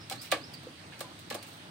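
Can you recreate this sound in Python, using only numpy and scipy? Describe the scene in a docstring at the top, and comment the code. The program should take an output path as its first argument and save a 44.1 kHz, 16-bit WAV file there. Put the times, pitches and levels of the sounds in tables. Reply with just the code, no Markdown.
"""Over a quiet outdoor hum a small bird whistles far off, and pigeons patter onto a corrugated metal roof.
Each footfall sends a bending wave through the sheet, treble first and bass last, and the sheet rings
briefly. Claws scuff, the heaviest step lands at 0.3 s, then a lull holds faint ticks and dull knocks.
The feet return at 1 s and 1.3 s; two ticks and a long, soft scuff end the scene."""
import sys
import numpy as np
from scipy import signal
from scipy.fft import rfft, irfft
from scipy.io import wavfile
from scipy.ndimage import uniform_filter1d

SR = 44100
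rng = np.random.default_rng(int(sys.argv[2]) if len(sys.argv) > 2 else 0)


def bounce(signal):
    """Save signal as a 16-bit WAV file at the path given by the first command-line argument."""
    frames = np.transpose(np.atleast_2d(signal))
    limited = np.clip(frames, -1, 1)
    pcm = np.round(limited * 32767).astype(np.int16)
    wavfile.write(sys.argv[1], SR, pcm)


N = 74970

# Tone of the outdoor bed. Each row: frequency in Hz, relative level in dB.
AIR_TONE = [(25, -25), (42, -32), (60, -25.5), (90, -5), (130, -4), (210, -8.5), (310, -7), (420, -15),
            (700, -13), (1500, -16), (2500, -17.5), (4000, -19), (6000, -26.5), (7300, -31), (8500, -29.5),
            (11500, -39), (15500, -38.5)]
# Stereo image of the bed. Each row: frequency in Hz, left-right likeness (1 is mono).
AIR_LIKENESS = [(30, 0.97), (80, 1), (300, 0.86), (700, 1), (1500, 0.083), (4000, 0.022), (16000, 0.033)]
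# Distant drone. Each row: pitch in Hz, level in dB.
DRONE = [(108, -61.5), (170, -62)]
# The far bird's whistles and, in the last row, a short, high-pitched tick.
# Each row: start and length in seconds, first and last pitch in Hz, level in dB.
GLIDES = [(-.01, 0.057, 5470, 4950, -58), (.155, .10, 3524, 5640, -53.5), (0.384, .10, 3820, 5650, -55.5),
          (0.527, 0.0273, 5300, 4360, -48), (1.384, 0.0134, 4480, 4660, -49.5)]
# Dull knocks. Each row: start in seconds, level in dB, pitch and width in Hz, decay in seconds.
KNOCKS = [(.668, -36, 541, 50, 0.0084), (.680, -45.5, 285.3, 50, 0.038), (.920, -48.5, 1700, 160, 0.017),
          (.112, -35.5, 782, 30.3, 0.017), (1.04, -47, 1026, 70, 0.028), (1.324, -45.5, 219.4, 40, 0.035)]
# Sliding claws. Each row: start and length in seconds, level and treble in dB.
SCUFFS = [(0.211, 0.055, -42, 4.5), (0.237, 0.07, -44.5, -6.5), (0.535, 0.029, -46, 0),
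          (.915, 0.081, -51, -25), (1.197, .05, -59, 6), (1.454, 0.18, -52.5, 0)]
# Tone of a scuff. Each row: frequency in Hz, relative level in dB.
SCUFF_TONE = [(200, -29), (900, -10.5), (2500, 2), (5000, -3.5), (6500, -4), (9000, -5), (12000, -7),
              (16000, -1.5)]
# Tone of the metal sheet. Each row: frequency in Hz, gain in dB.
SHEET_TONE = [(60, -39), (200, -14.5), (320, 7), (390, -0.5), (460, 4.5), (560, 5.5), (680, 4), (860, 6),
              (945, -8), (1130, 8.5), (1420, -4), (1700, 6.5), (1900, -2), (2400, 1), (4400, -1),
              (5800, -7), (8500, -10.5), (11500, -13.5), (15500, -11.5)]
# Its clearest modes. Each row: pitch in Hz, relative level in dB, seconds to fade by 60 dB.
SHEET_MODES = [(324.7, -7, .19), (471.4, -0.5, 0.17), (527.4, 1, 0.16), (568, -5, 0.27), (632, 5, 0.16),
               (709, 0, 0.21), (857, 1, .17), (1133, -3.5, 0.13), (1131, -8, 0.13), (1122, -12.5, 0.22),
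               (1800, -10, 0.18), (2215, 7, 0.15), (2350, 5.5, 0.075), (3330, -20, 0.16), (4080, 11, 0.13)]
# Its dense ring. Each row: band centre in Hz, seconds to fade by 60 dB.
RING_T60 = [(200, .18), (600, 0.2), (1500, 0.18), (4000, 0.18), (8000, 0.17), (16000, 0.077)]
# Stereo image of the roof. Each row: frequency in Hz, left-right likeness.
ROOF_LIKENESS = [(60, 0.57), (300, 1), (650, 0.5), (1400, 0.64), (3000, 0.097), (16000, 0.041)]
# Light claw ticks. Each row: start in seconds, relative level and treble in dB.
TICKS = [(0.156, -24.5, 2), (0.308, -21.5, -4), (0.633, -31, 4), (1.191, -31, 12.5), (1.427, -21.5, 8)]
# Full steps. Each row: start in seconds, relative level, bass and treble in dB,
# the bending wave's travel time at 1 kHz and the contact length in seconds.
STEPS = [(0.0985, -8.5, -38, 5.5, 0.0069, 0.0024), (.103, -19, -13, 3, 0.0036, 0.0074),
         (0.111, -17, 4, 3.5, 0.0052, 0.011), (0.122, -11, -12, 2.5, 0.00398, 0.0085),
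         (0.316, -2, -3, 2, .013, .010), (0.321, 3, -4, -30, 0.0048, 0.01),
         (0.992, -24, -18, 9, 0.0099, 0.0064), (1.006, -14.5, 4, 8, .006, 0.0082),
         (1.301, -12, -14, 2.5, .012, 0.0086), (1.3086, -16.5, 9.5, -8, 0.00295, 0.01),
         (1.324, -12.5, -14.5, -10, 0.0053, 0.0094), (1.344, -17.5, 9.5, 8.5, 0.0051, .013)]
# Colour of the microphone ports. Each row: frequency in Hz, left minus right in dB.
PORT_BALANCE = [(60, -2.5), (140, 2), (250, -1.5), (600, 0), (1700, -0.5), (2700, -4.5), (4300, -9.5),
                (6100, -2), (7300, 4.5), (8500, 18), (10500, 4.5), (12000, 1), (14000, -4.5), (16000, -2)]

AIR_DB, AIR_PATCH_DB = -49.5, 1.35
AIR_LAG_S = 0.000306  # the bed comes from the right and reaches the left microphone later
GLIDE_BEND, GLIDE_WAVER, GLIDE_FLUTTER_DB, ECHO_T60 = 1.3, 0.03, 4, 0.28
SCUFF_GRAIN_DB, SCUFF_RISE_SHARE = 3, 0.11
STEP_DB, RING_DB, MODES_DB, YARD_DB, YARD_T60 = -20, -4, -26.5, -32, 0.87
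FULL_CONTACT_S = 0.0067  # shorter contacts leave less ringing in the sheet
THUD_HZ, THUD_S, THUD_DB = 537, 0.0023, -4.5  # the panel gives way underfoot with a hollow thud
PUSH_DB, PUSH_S = 5.5, 0.00005  # the sharp push of the foot that heads each blow
FASTEST_HZ = 4480  # above this all waves arrive together
BASS_HZ, TREBLE_HZ, TOP_HZ = 940, 5600, 15900


def amp(db):
    """Decibels to gain."""
    return 10 ** (np.asarray(db) / 20)


def unit(x):
    """Scales to rms 1."""
    return x / np.sqrt(np.mean(x ** 2) + 1e-20)


def read(points, hz):
    """Reads a curve on a log-frequency axis."""
    f, value = np.transpose(points)
    return np.interp(np.log(hz + 1), np.log(f + 1), value)


def add(mix, s, sound):
    """Mixes a sound in at s seconds."""
    at = round(s * SR)
    sound = sound[..., max(-at, 0):]
    part = mix[:, max(at, 0):][:, :sound.shape[-1]]
    part += sound[..., :part.shape[1]]


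def bins(size):
    """Frequencies of a spectrum in Hz."""
    return np.fft.rfftfreq(size, 1 / SR)


def noise_pair(size, likeness):
    """Stereo white noise whose width follows a likeness curve."""
    a, b = rfft(rng.standard_normal((2, size)))
    alike = np.clip(read(likeness, bins(size)), -1, 1)
    mid, side = a * np.sqrt((1 + alike) / 2), b * np.sqrt((1 - alike) / 2)
    return irfft(np.array([mid + side, mid - side]), size)


def wander(size, rate_hz):
    """Smooth random motion of about rms 1."""
    spectrum = rfft(rng.standard_normal(N)) / (1 + (bins(N) / rate_hz) ** 4)
    return unit(irfft(spectrum, N))[:size]


def shelves(hz, bass_db, treble_db):
    """Bass and treble shelf EQ for one contact, in dB."""
    return bass_db / (1 + (hz / BASS_HZ) ** 2) + treble_db / (1 + (TREBLE_HZ / (hz + 1)) ** 4)


def outdoors():
    """The bed: a quiet, gently patchy wash of air with a wavering low drone."""
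    lag = np.exp(-2j * np.pi * np.outer([AIR_LAG_S, 0], bins(N)))
    wash = irfft(rfft(noise_pair(N, AIR_LIKENESS)) * lag * amp(read(AIR_TONE, bins(N))), N)
    frames = signal.stft(wash, nperseg=512)[2]
    patches = uniform_filter1d(rng.standard_normal(frames.shape[1:]), size=9, axis=0)  # across frequency
    patches = unit(uniform_filter1d(patches, size=12, axis=1))  # across time
    wash = signal.istft(frames * amp(AIR_PATCH_DB * patches), nperseg=512)[1][:, :N]
    out = unit(wash) * amp(AIR_DB)
    for hz, db in DRONE:
        pitch = hz + 4 * wander(N, rate_hz=11.8)
        out += amp(db) * np.sin(2 * np.pi * np.cumsum(pitch) / SR)
    return out


def far_bird_and_tick():
    """Thin gliding whistles and one short, high-pitched tick, blurred by echoes from the walls."""
    out, t = np.zeros((2, N)), np.arange(SR // 2) / SR
    for s, length, first_hz, last_hz, db in GLIDES:
        progress = np.arange(0, 1, 1 / (length * SR))
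        glide = last_hz + (first_hz - last_hz) * (1 - progress) ** GLIDE_BEND
        pitch = glide * (1 + GLIDE_WAVER * wander(len(progress), rate_hz=480))
        level = amp(db + GLIDE_FLUTTER_DB * wander(len(progress), rate_hz=70))
        arch = np.sqrt(abs(np.sin(np.pi * progress)))
        add(out, s, level * arch * np.sin(2 * np.pi * np.cumsum(pitch) / SR))
    echo = rng.standard_normal((2, len(t))) * amp(-60 * t / ECHO_T60)
    return out + signal.fftconvolve(out, echo / np.linalg.norm(echo[0]), axes=1)[:, :N]


def knocks(rise_s=0.0031):
    """Birds farther up the roof: each soft blow wakes one narrow group of modes."""
    out, t = np.zeros((2, N)), np.arange(SR // 4) / SR
    for s, db, hz, width, decay_s in KNOCKS:
        pitch = hz + width / 2 * wander(len(t), rate_hz=width)
        envelope = np.minimum(t / rise_s, 1) * np.exp(-np.maximum(t - rise_s, 0) / decay_s)
        add(out, s, amp(db) * envelope * np.sin(2 * np.pi * np.cumsum(pitch) / SR))
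    return out


def scuffs():
    """Claws slide over the metal with a grainy hiss."""
    out, hz = np.zeros((2, N)), bins(N)
    for s, length, db, treble_db in SCUFFS:
        progress = np.arange(0, 1, 1 / (length * SR))
        grains = noise_pair(N, ROOF_LIKENESS) * amp(SCUFF_GRAIN_DB * wander(N, rate_hz=810))
        tone = amp(read(SCUFF_TONE, hz) + shelves(hz, 0, treble_db))
        hiss = unit(irfft(rfft(grains) * tone, N))
        envelope = np.minimum(progress / SCUFF_RISE_SHARE, 1) * (1 - progress)
        add(out, s, amp(db) * hiss[:, :len(progress)] * envelope)
    return out


def sheet_ring(t):
    """The tail of a blow: faint yard reverb under the sheet's dense ring and its clear modes."""
    tail = noise_pair(len(t), ROOF_LIKENESS) * amp(YARD_DB - 60 * t / YARD_T60)
    dense = rfft(noise_pair(len(t), ROOF_LIKENESS))
    centres, t60s = np.transpose(RING_T60)
    for share, t60 in zip(np.eye(len(centres)), t60s):
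        band = irfft(dense * read(np.c_[centres, share], bins(len(t))))
        tail += band * amp(RING_DB - 60 * t / t60)
    for hz, db, t60 in SHEET_MODES:
        spread = 1 - read(ROOF_LIKENESS, hz)
        turn = rng.random() + spread * rng.uniform(-0.32, 0.39, (2, 1))  # starting phase, left and right
        tail += amp(MODES_DB + db - 60 * t / t60) * np.sin(2 * np.pi * (hz * t + turn))
    return tail


def bending_wave(hz, travel_s):
    """Phase shift through the sheet: travel time falls with the root of frequency, so the bass trails."""
    delay_s = travel_s * np.sqrt(1000) * np.maximum((hz + 1) ** -.5 - FASTEST_HZ ** -.5, 0)
    return np.exp(-2j * np.pi * np.cumsum(delay_s) * hz[1])


def footfall(db, bass_db, treble_db, travel_s, contact_s):
    """One foot strikes: push, contact noise, thud and ring, smeared and coloured by the sheet."""
    size = 2 ** 14
    t, hz = np.arange(size) / SR, bins(2 * size)
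    ring = sheet_ring(t) * np.sqrt(contact_s / FULL_CONTACT_S)
    contact = noise_pair(size, ROOF_LIKENESS) * np.exp(-(t / contact_s) ** 2)
    thud = amp(THUD_DB) * np.exp(-t / THUD_S) * np.cos(2 * np.pi * THUD_HZ * t)
    push = amp(PUSH_DB) * np.exp(-t / PUSH_S)
    blow = rfft(push + contact + thud + ring, 2 * size)
    log_gain = np.log(amp(STEP_DB + db + read(SHEET_TONE, hz) + shelves(hz, bass_db, treble_db)))
    mirrored = np.r_[log_gain, log_gain[-2:0:-1]]
    tone = np.exp(np.conj(signal.hilbert(mirrored))[:len(hz)])  # minimum phase keeps the attack crisp
    return irfft(blow * bending_wave(hz, travel_s) * tone)[:, :size]


def pigeon_feet():
    """Full steps and light claw ticks on the same sheet, a metre or two away."""
    out = np.zeros((2, N))
    for s, *blow in STEPS:
        add(out, s, footfall(*blow))
    for s, db, treble_db in TICKS:
        add(out, s, footfall(db, bass_db=-14, treble_db=treble_db, travel_s=0.003, contact_s=0.0084))
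    return out


def scene():
    """The roof in front, the bird and the hum behind."""
    return pigeon_feet() + knocks() + scuffs() + far_bird_and_tick() + outdoors()


def record(dry):
    """Each microphone port adds its own colour; a steep low-pass trims the very top."""
    ports = amp(np.outer([.5, -.5], read(PORT_BALANCE, bins(2 * N))))
    coloured = irfft(rfft(dry, 2 * N) * ports)[:, :N]
    lowpass = signal.firwin(511, TOP_HZ, window=("kaiser", 9), fs=SR)
    return signal.oaconvolve(coloured, lowpass[None], "same")


dry = scene()
out = record(dry)
bounce(out)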